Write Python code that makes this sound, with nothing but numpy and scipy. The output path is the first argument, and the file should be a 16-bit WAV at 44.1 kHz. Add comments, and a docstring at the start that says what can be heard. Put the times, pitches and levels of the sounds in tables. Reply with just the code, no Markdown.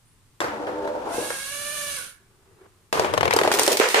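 """A ball clunks onto the return track of a toy brick bowling alley and rumbles along it, heard from the lane.
A small geared motor whines, lifts the sweep bar and runs down. A ball is launched, hops past on the left,
scatters the pins and drops into the hollow pit. Each blow rings the plastic parts, the frame, the hollow
beneath and the room. Far below: two squeaks at the start, a thin whistle, room hush."""
import sys
import numpy as np
from scipy import signal
from scipy.fft import rfft, irfft
from scipy.io import wavfile

SR = 44100
rng = np.random.default_rng(int(sys.argv[2]) if len(sys.argv) > 2 else 0)


def to_wav(s):
    """Save 16-bit WAV."""
    ch = np.atleast_2d(s).T  # columns
    pcm = np.round(np.clip(ch, -1, 1) * 32767)  # PCM
    wavfile.write(sys.argv[1], SR, pcm.astype(np.int16))


N = 176400
T = np.arange(N) / SR
BIN_HZ = np.fft.rfftfreq(N, 1 / SR)

# Blows, levels relative: start_s, thud_db, clack_db, tick_db, tail_db
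TRACK_KNOCKS = [(0.4042, -27, -24, -31.5, -7.5), (0.4169, -28.5, -26, -47, -5),
                (0.4435, -25.5, -29.5, -41.5, -7), (0.482, -33.5, -31.5, -57, -6),
                (0.6694, -28, -35, -51, 0), (0.8753, -31, -35.5, -47, -14.5), (0.9524, -34, -58, -71, -2),
                (1.1819, -22, -61, -47, -4), (1.3042, -29, -29.5, -49, -8.5)]
LANE_HOPS = [(2.9271, -21, -22.5, -28, -3), (2.9796, -38, -32.5, -46, 4), (2.9958, -14.5, -25, -27.5, -7),
             (3.0455, -22.5, -26.5, -45, -0.5), (3.1377, -19.5, -24.5, -32, -11),
             (3.1769, -18.5, -19.5, -32.5, -13.5), (3.2091, -25, -19, -33.5, -14),
             (3.2304, -19, -18.5, -37, -6), (3.2544, -20.5, -22.5, -33.5, -31),
             (3.2786, -21, -21.5, -37, -31), (3.3085, -26.5, -17.5, -29.5, -6.5),
             (3.3283, -37, -20, -36, -28), (3.336, -17.5, -29, -22.5, -29), (3.3639, -16, -30, -21.5, -8.5),
             (3.3882, -24.5, -15.5, -28.5, -18), (3.4131, -18.5, -22.5, -38, -20),
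             (3.4348, -28, -23, -31, -1.5), (3.4493, -18, -45, -44, -26), (3.4756, -15.5, -22.5, -31.5, -9),
             (3.5161, -21, -18.5, -25.5, -7)]
PIN_HITS = [(3.539, -21, -25, -23.5, -10), (3.5878, -31, -23, -25, -9), (3.5948, -24, -21, -16.5, -4.5),
            (3.6329, -44, -39, -20.5, -8.5), (3.6646, -37, -29, -23.5, -5), (3.6778, -15, -22.5, -20, -6.5),
            (3.7211, -25, -39, -26, -15), (3.7708, -59, -25.5, -21.5, -7.5), (3.7985, -12.5, -20, -28, -8),
            (3.8866, -36.5, -26, -26, 1), (3.9441, -18, -14.5, -26, -2.5)]
# Where blows land: time_s, left_lead_ms, left_over_right_db, hollow_hz
BLOW_PLACES = [(.4, 0.28, 0, 340), (1.3, 0.12, 1.5, 495), (2.93, 0.31, 1, 609), (3.2, 0.25, 6.5, 608),
               (3.32, 0.33, 2.5, 462), (3.48, .14, 2, 420), (3.65, 0.02, -1, 377), (3.82, -0.22, -1.5, 443)]
# Brick frame modes: pitch_hz, level_db, t60_s
FRAME_MODES = [(403, -3, 0.1), (484, -6, 0.099), (657, -4.5, 0.096), (990, -21, 0.0039), (1830, 4, 0.068),
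               (5200, -18, .035)]
# Ringing lengths of track: pitch_hz (at TRACK_MID_S), level_db, loudest_s
TRACK_MODES = [(237, -8.5, 0.68), (309, -2, 0.71), (409.5, -0.5, 0.845), (501.2, 3.5, 0.78), (584, 2, 0.87),
               (655, -2, 0.99), (910, -2, 0.88), (467, 1.5, 1.35)]
# Motor speed: time_s, speed_hz
MOTOR_SPEED = [(1.04, 400), (1.15, 528), (1.22, 554), (1.29, 551), (1.376, 540), (1.562, 574), (1.66, 586),
               (1.77, 586), (1.962, 567), (1.995, 486), (2.06, 468), (2.2, 383)]
# Motor partials: speed_multiple, level_db
WHINE_PARTIALS = [(1, -41.5), (2, -44.5), (3, -40), (4, -43), (5, -45), (6, -49.5), (11, -49.5)]
# Gear fizz balance: freq_hz, left_over_right_db
GEAR_BALANCE = [(300, -0.5), (700, -10), (4400, 0), (7000, 6.5), (9500, -17), (14000, 0)]
# Ball on the lane: time_s, rattle_db, rumble_db
ROLL_LEVELS = [(2.925, -64, -60), (2.95, -27, -39), (3.11, -30, -40.5), (3.24, -32.5, -33),
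               (3.37, -27.5, -40), (3.65, -25.5, -52), (3.78, -32, -52.5), (4, -52, -65)]
# Drops into the pit: start_s, hold_s, level_db
PIT_DROPS = [(3.805, 0.054, -20), (3.954, .05, -21)]
# Squeaks: start_s, pitch_hz, level_db
FAINT_SQUEAKS = [(.04, 9400, -63), (.08, 10000, -63)]
# Room decay: freq_hz, t60_s
ROOM_DECAY = [(100, 0.53), (500, 0.33), (2000, 0.52), (6000, 0.37), (15000, 0.35)]
# Left-right likeness: freq_hz, coherence
ROOM_COHERENCE = [(100, 0.73), (500, 0.78), (1200, 0.3), (3000, 0.099)]

# Envelopes, relative: time_s, level_db
RETURN_LEVEL = [(.41, -32), (.6, -29), (.7, -32.5), (.88, -28), (1.0, -31), (1.09, -26), (1.23, -31.5),
                (1.32, -37), (1.47, -76)]
MOTOR_LEVEL = [(1.03, -39), (1.14, -3.5), (1.25, -1), (1.45, -2), (1.7, 0), (1.97, 0.5), (2.04, -3.5),
               (2.12, -14), (2.28, -58)]
SKITTER_LEVEL = [(3.52, -30), (3.57, -31), (3.66, -38), (3.73, -24.5), (3.79, -33), (3.87, -39), (4, -47)]
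STIR_LEVEL = [(2.2, -71), (2.49, -62), (2.58, -59), (2.66, -51.5), (2.71, -66), (2.9, -69)]

# Spectral shapes: freq_hz, gain_db
KNOCK_SPECTRUM = [(35, -80), (60, -18.5), (272, -16), (312, -7), (572, 0), (657, -6), (1520, -4),
                  (2530, -17.5), (14100, -41), (15500, -68)]
HOP_SPECTRUM = [(35, -46), (60, -27), (87, -24), (248, -17), (464, -1.5), (533, -0.5), (953, -4),
                (1290, -10.5), (2840, -17), (8090, -31), (9080, -30), (14100, -39), (15500, -48)]
PIN_SPECTRUM = [(35, -45), (60, -54), (266, -9.5), (433, 3), (810, -3), (1020, -5.5), (1150, -10.5),
                (1910, -6), (7720, -18), (8870, -14.5), (11500, -26.5), (14100, -21.5), (15500, -54)]
RETURN_SPECTRUM = [(29, -65), (50, -15), (200, -17), (292, -5.5), (371, -3), (399, -20), (570, -2),
                   (613, -3.5), (941, -3), (1200, -13.5), (1380, -10.5), (1970, -23), (8260, -37.5),
                   (15000, -49)]
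GEAR_SPECTRUM = [(120, -6), (400, -12.5), (900, -16), (1500, -3.5), (2000, -12), (2600, -3.5), (4200, -5),
                 (5000, -8.5), (6300, -5.5), (7400, -8), (9700, -3), (10600, -8), (13000, -10),
                 (14500, -33)]
RATTLE_SPECTRUM = [(100, -31), (250, -11), (400, 5), (600, -10.5), (1000, -3), (2000, -15), (4000, -27),
                   (8000, -26.5), (15000, -42)]
RUMBLE_SPECTRUM = [(25, -17), (55, -30), (85, -0.5), (150, -3.5), (230, -7), (400, -18), (1500, -70)]
PIT_SPECTRUM = [(250, -30), (430, 9), (750, 0), (1300, 2.5), (2600, -0.5), (3500, -10), (7000, -11.5),
                (15000, -37)]
HUSH_SPECTRUM = [(20, -7.5), (44, -4), (60, -15), (97, 2.5), (125, -5.5), (220, -11.5), (400, -18),
                 (700, -24), (1080, -18.5), (1600, -22.5), (6000, -27), (9000, -24.5), (15000, -35)]
SKITTER_SPECTRUM = [(200, -23), (450, -36), (2500, 7.5), (5000, 7), (9000, 3), (15000, -1.5)]
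STIR_SPECTRUM = [(100, -26), (280, -14.5), (385, 6), (520, -10.5), (1200, -8.5), (3000, -24), (12000, -54)]

THUD_TOP_HZ, TICK_FOOT_HZ = 900, 4500
PART_RANGE_HZ, PART_T60_S, PART_DB = (1745, 10290), 0.038, -26
PUSH_DB, HOLLOW_T60_S = -9, 0.055
TRACK_RISE_PER_S, TRACK_MID_S = 0.16, 0.893
CASE_HZ, CASE_WIDTH_HZ, CASE_DB = 1532, 230, -1.5


def track_knocks():
    """Return track and lifting gear knock."""
    return blows(TRACK_KNOCKS, KNOCK_SPECTRUM, crack_s=0.002, crack_db=-19.5, scatter_s=0.013,
                 scatter_db=-24.5, ring_db=7, hollow_db=-33, swell_s=0.0037, room_db=3.5, gain_db=-1.5)


def ball_hops():
    """The ball bounces down the lane."""
    return blows(LANE_HOPS, HOP_SPECTRUM, crack_s=0.0033, crack_db=-19, scatter_s=0.0049,
                 scatter_db=-16.5, ring_db=5, hollow_db=-32.5, swell_s=0.011, room_db=1, gain_db=-1.1)


def pin_strikes():
    """Ball and pins collide and fall."""
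    return blows(PIN_HITS, PIN_SPECTRUM, crack_s=0.0029, crack_db=-11, scatter_s=0.0064,
                 scatter_db=-26, ring_db=8, hollow_db=-36.5, swell_s=0.012, room_db=2, gain_db=-1.03)


def blows(rows, spectrum, crack_s, crack_db, scatter_s, scatter_db, ring_db, hollow_db,
          swell_s, room_db, gain_db, size=24576):
    """Each blow: push, crack, scatter among the bricks; frame, part, hollow and room ring on."""
    t, hz = np.arange(size) / SR, np.fft.rfftfreq(size, 1 / SR)
    low = 1 / (1 + (hz / THUD_TOP_HZ) ** 6)
    high = 1 - 1 / (1 + (hz / TICK_FOOT_HZ) ** 6)
    bands = np.array([low, 1 - low - high, high])
    shape = amp(at_hz(spectrum, hz))
    frame = sum(amp(db - 60 * t / t60_s) * np.sin(2 * np.pi * f * t) for f, db, t60_s in FRAME_MODES)
    frame /= abs(rfft(frame)).max()
    burst = amp(crack_db) * np.exp(-t / crack_s) + amp(scatter_db) * np.exp(-t / scatter_s)
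    attack = SR // 100
    place_s, *place_columns = np.transpose(BLOW_PLACES)
    out = np.zeros((2, N))
    for start_s, thud_db, clack_db, tick_db, tail_db in rows:
        lead_ms, side_db, hollow_hz = (np.interp(start_s, place_s, column) for column in place_columns)
        near, far = cohere(noise(size)), cohere(noise(size))
        part_hz = np.exp(rng.uniform(*np.log(PART_RANGE_HZ), (6, 1)))
        part = amp(PART_DB - 60 * t / PART_T60_S) * np.sin(2 * np.pi * part_hz * t).sum(0)
        direct = amp(PUSH_DB) * (t == 0) + near * burst + amp(ring_db) * frame + part
        direct_rms = np.sqrt(np.mean(direct[:, :attack] ** 2))
        tail = room_decay(far) * (1 - np.exp(-t / swell_s)) * amp(tail_db + room_db) * direct_rms
        hollow = amp(hollow_db - 60 * t / HOLLOW_T60_S) * np.sin(2 * np.pi * hollow_hz * t)
        blow = rfft(direct + hollow + tail)
        # Thud, clack and tick set the three bands over the first 10 ms.
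        band_attacks = irfft(bands[:, None] * blow * min_phase(shape))[..., :attack]
        band_gains = amp([thud_db, clack_db, tick_db]) / np.sqrt((band_attacks ** 2).mean((1, 2)))
        left, right = irfft(blow * min_phase(shape * (band_gains @ bands))) * pan(side_db)
        lead = round(lead_ms * SR / 1000)
        padding = (max(-lead, 0), max(lead, 0))
        add(out, start_s, np.array([np.pad(left, padding), np.pad(right, padding[::-1])]))
    return amp(gain_db) * out


def ball_return(width_hz=16.2, pass_s=0.17):
    """The ball ticks over brick seams; lengths of track hum in turn, rising as it gathers speed."""
    seams = cohere(grains(per_s=1100, spread_db=0.5, length_s=0.0037), lead_ms=0.18)
    climb = np.exp(TRACK_RISE_PER_S * (T - TRACK_MID_S))
    hum = np.zeros((2, N))
    for hz, db, loudest_s in TRACK_MODES:
        ring = resonate(resonate(seams, hz * climb, width_hz), hz * climb, 4 * width_hz)
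        hum += amp(db) * unit_rms(ring) / (1 + ((T - loudest_s) / pass_s) ** 2)
    ticks = colour(seams, RETURN_SPECTRUM)
    return envelope(RETURN_LEVEL) * (amp(-3.5) * ticks + amp(-7.5) * hum) * pan(db=1.3)


def motor(flutter_depth=0.009, power_cut_s=1.97, fade_s=0.025, echo_size=16384):
    """A rough, fluttering geared whine rings in case and room, and dies once the power is cut."""
    speed_hz = np.interp(T, *np.transpose(MOTOR_SPEED))
    turns = np.cumsum(speed_hz * (1 + flutter_depth * wander(hz=80)[0])) / SR
    whine, mesh = np.zeros((2, N)), np.zeros((2, N))
    for multiple, db in WHINE_PARTIALS:
        phase = 2 * np.pi * multiple * (turns + rng.random()) + 0.15 * wander(hz=50)
        whine += amp(db) * np.sqrt(2) * np.cos(phase) * (1 + 0.18 * wander(hz=70))
    for multiple in range(7, 23):
        phase = 2 * np.pi * multiple * turns + 1.9 * wander(hz=24.8)
        mesh += amp(at_hz(GEAR_SPECTRUM, multiple * speed_hz.max())) * np.cos(phase)
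    drive = envelope(MOTOR_LEVEL)
    fade = np.exp(-np.maximum(T - power_cut_s, 0) / fade_s)
    # The gearbox case rings as a partial slides through its pitch.
    case_hz = np.full(N, CASE_HZ)
    case = resonate(resonate(whine, case_hz, CASE_WIDTH_HZ), case_hz, 2 * CASE_WIDTH_HZ)
    tones = drive * (fade * (whine + amp(-36) * unit_rms(mesh)) + amp(CASE_DB) * case)
    room_response = unit_rms(room_decay(cohere(noise(echo_size)))) / np.sqrt(echo_size)
    echo = signal.fftconvolve(tones, room_response, axes=1)[:, :N]
    fizz = drive * gear_fizz(speed_hz, turns)
    return (amp(-4) * tones + amp(-5) * echo) * pan(db=-4) + amp(-33) * fizz


def gear_fizz(speed_hz, motor_turns, wheel_top_hz=55):
    """Gear teeth fizz, swelling once per turn of a wheel and of the motor."""
    wheel_turns = np.cumsum(wheel_top_hz * speed_hz / speed_hz.max()) / SR
    swell = (1 + 0.063 * np.cos(2 * np.pi * wheel_turns)) * (1 + 0.15 * np.cos(2 * np.pi * motor_turns))
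    teeth = colour(grains(per_s=3300, spread_db=0.5, length_s=0.005) * swell, GEAR_SPECTRUM)
    side_db = at_hz(GEAR_BALANCE, BIN_HZ)
    return unit_rms(irfft(rfft(teeth) * amp(np.array([side_db, -side_db]) / 2), N))


def ball_roll():
    """The ball rattles and rumbles along the lane."""
    ticks = cohere(grains(per_s=150, spread_db=3, length_s=0.0025), lead_ms=0.086)
    rattle = colour(ticks, RATTLE_SPECTRUM) * pan(db=-1)
    rumble = colour(noise(N), RUMBLE_SPECTRUM) * pan(db=9)
    return envelope(ROLL_LEVELS) * rattle + envelope(ROLL_LEVELS, column=2) * rumble


def pin_skitter():
    """Fallen pins skitter."""
    ticks = cohere(grains(per_s=350, spread_db=7, length_s=0.0037))
    return envelope(SKITTER_LEVEL) * colour(ticks, SKITTER_SPECTRUM)


def pit_chatter(rise_s=0.0027, fall_s=0.041):
    """Loose bricks of the pit floor chatter after each drop."""
    swell = np.zeros(N)
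    for start_s, hold_s, db in PIT_DROPS:
        age_s = T - start_s
        swell += amp(db) * np.clip(age_s / rise_s, 0, 1) * np.exp(-np.maximum(age_s - hold_s, 0) / fall_s)
    bricks = cohere(grains(per_s=560, spread_db=-1.5, length_s=0.0066))
    return swell * colour(bricks, PIT_SPECTRUM) * pan(db=-1.5)


def quiet_room():
    """Steady hush with a low hum; the frame stirs faintly."""
    hush = amp(-59.5) * colour(cohere(noise(N)), HUSH_SPECTRUM)
    stir = colour(cohere(grains(per_s=360, spread_db=-5, length_s=0.011)), STIR_SPECTRUM)
    return hush + envelope(STIR_LEVEL) * stir


def whistle_and_squeaks(whistle_hz=8064, squeak_s=0.078, sag_hz_per_s=2000):
    """A thin whistle comes and goes; two faint squeaks sag in pitch."""
    out = amp(-84) * np.sqrt(2) * np.sin(2 * np.pi * whistle_hz * T) * np.maximum(0.5 + wander(hz=2.2), 0)
    t = np.arange(0, squeak_s, 1 / SR)
    for start_s, hz, db in FAINT_SQUEAKS:
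        phase = 2 * np.pi * np.cumsum(hz - sag_hz_per_s * t) / SR + wander(hz=80)[:, :len(t)]
        add(out, start_s, amp(db) * np.sin(np.pi * t / squeak_s) * np.sin(phase))
    return out


def room_decay(x):
    """Room tail: each band dies at its own rate."""
    hz, time_s, bins = signal.stft(x, SR, nperseg=256)
    decay = amp(-60 * time_s / at_hz(ROOM_DECAY, hz)[:, None])
    return signal.istft(bins * decay, SR, nperseg=256)[1][:, :x.shape[1]]


def cohere(x, lead_ms=0):
    """Makes two channels alike in the bass, as at two close points in a room; left leads."""
    hz = np.fft.rfftfreq(x.shape[1], 1 / SR)
    left, other = rfft(x)
    coherence = at_hz(ROOM_COHERENCE, hz)
    right = coherence * left + np.sqrt(1 - coherence ** 2) * other
    delay = np.exp(-2j * np.pi * hz * lead_ms / 1000)
    return irfft(np.array([left, right * delay]), x.shape[1])


def grains(per_s, spread_db, length_s):
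    """Tiny uneven impacts, each a noise puff; rms 1."""
    hits = (rng.random(N) < per_s / SR) * amp(spread_db * np.minimum(rng.exponential(1, N), 3)) ** 2
    power = signal.lfilter([1], [1, -np.exp(-1 / (length_s * SR))], hits)
    return unit_rms(np.sqrt(power) * noise(N))


def resonate(x, hz, width_hz):
    """Unity-gain resonance following the curve hz."""
    carrier = np.exp(2j * np.pi * np.cumsum(hz) / SR)
    pole = np.exp(-np.pi * width_hz / SR)
    return 2 * (carrier * signal.lfilter([1 - pole], [1, -pole], x / carrier)).real


def min_phase(gain):
    """Minimum-phase response with these gains."""
    cepstrum = irfft(np.log(np.maximum(gain, 1e-5)))
    half = len(cepstrum) // 2
    cepstrum[1:half] *= 2
    cepstrum[half + 1:] = 0
    return np.exp(rfft(cepstrum))


def colour(x, spectrum):
    """Spectral shaping, rms 1."""
    return unit_rms(irfft(rfft(x) * amp(at_hz(spectrum, BIN_HZ)), N))


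def wander(hz):
    """Random drift per channel, rms 1."""
    return unit_rms(irfft(rfft(noise(N)) * np.exp(-(BIN_HZ / hz) ** 2), N))


def envelope(rows, column=1):
    """Gain from a dB column; silent outside the table, but held if it reaches 3.9 s."""
    rows = np.array(rows)
    after_db = -120 if rows[-1, 0] < 3.9 else rows[-1, column]
    return amp(np.interp(T, rows[:, 0], rows[:, column], left=-120, right=after_db))


def at_hz(rows, hz):
    """Table lookup on a log-frequency axis."""
    freq_hz, value = np.transpose(rows)
    return np.interp(np.log(hz + 1), np.log(freq_hz + 1), value)


def add(mix, start_s, sound):
    """Mixes in a stereo sound."""
    span = mix[:, round(start_s * SR):][:, :sound.shape[1]]
    span += sound[:, :span.shape[1]]


def pan(db):
    """Stereo gains, left over right by db."""
    return unit_rms(amp(np.array([[db], [-db]]) / 2))


def noise(size):
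    return rng.standard_normal((2, size))


def unit_rms(x):
    return x / np.sqrt(np.mean(x ** 2) + 1e-20)


def amp(db):
    return 10 ** (np.asarray(db) / 20)


def scene():
    """All sources, stereo."""
    return (track_knocks() + ball_hops() + pin_strikes() + ball_return() + motor() + ball_roll()
            + pin_skitter() + pit_chatter() + quiet_room() + whistle_and_squeaks())


def record(dry):
    """Soft clip near full scale, then low-pass at 15.3 kHz."""
    soft = dry / (1 + dry ** 6) ** (1 / 6)
    lowpass = signal.firwin(151, 15300, window=("kaiser", 8), fs=SR)
    return signal.oaconvolve(soft, lowpass[None], "same", axes=1)


dry = scene()
out = record(dry)
to_wav(out)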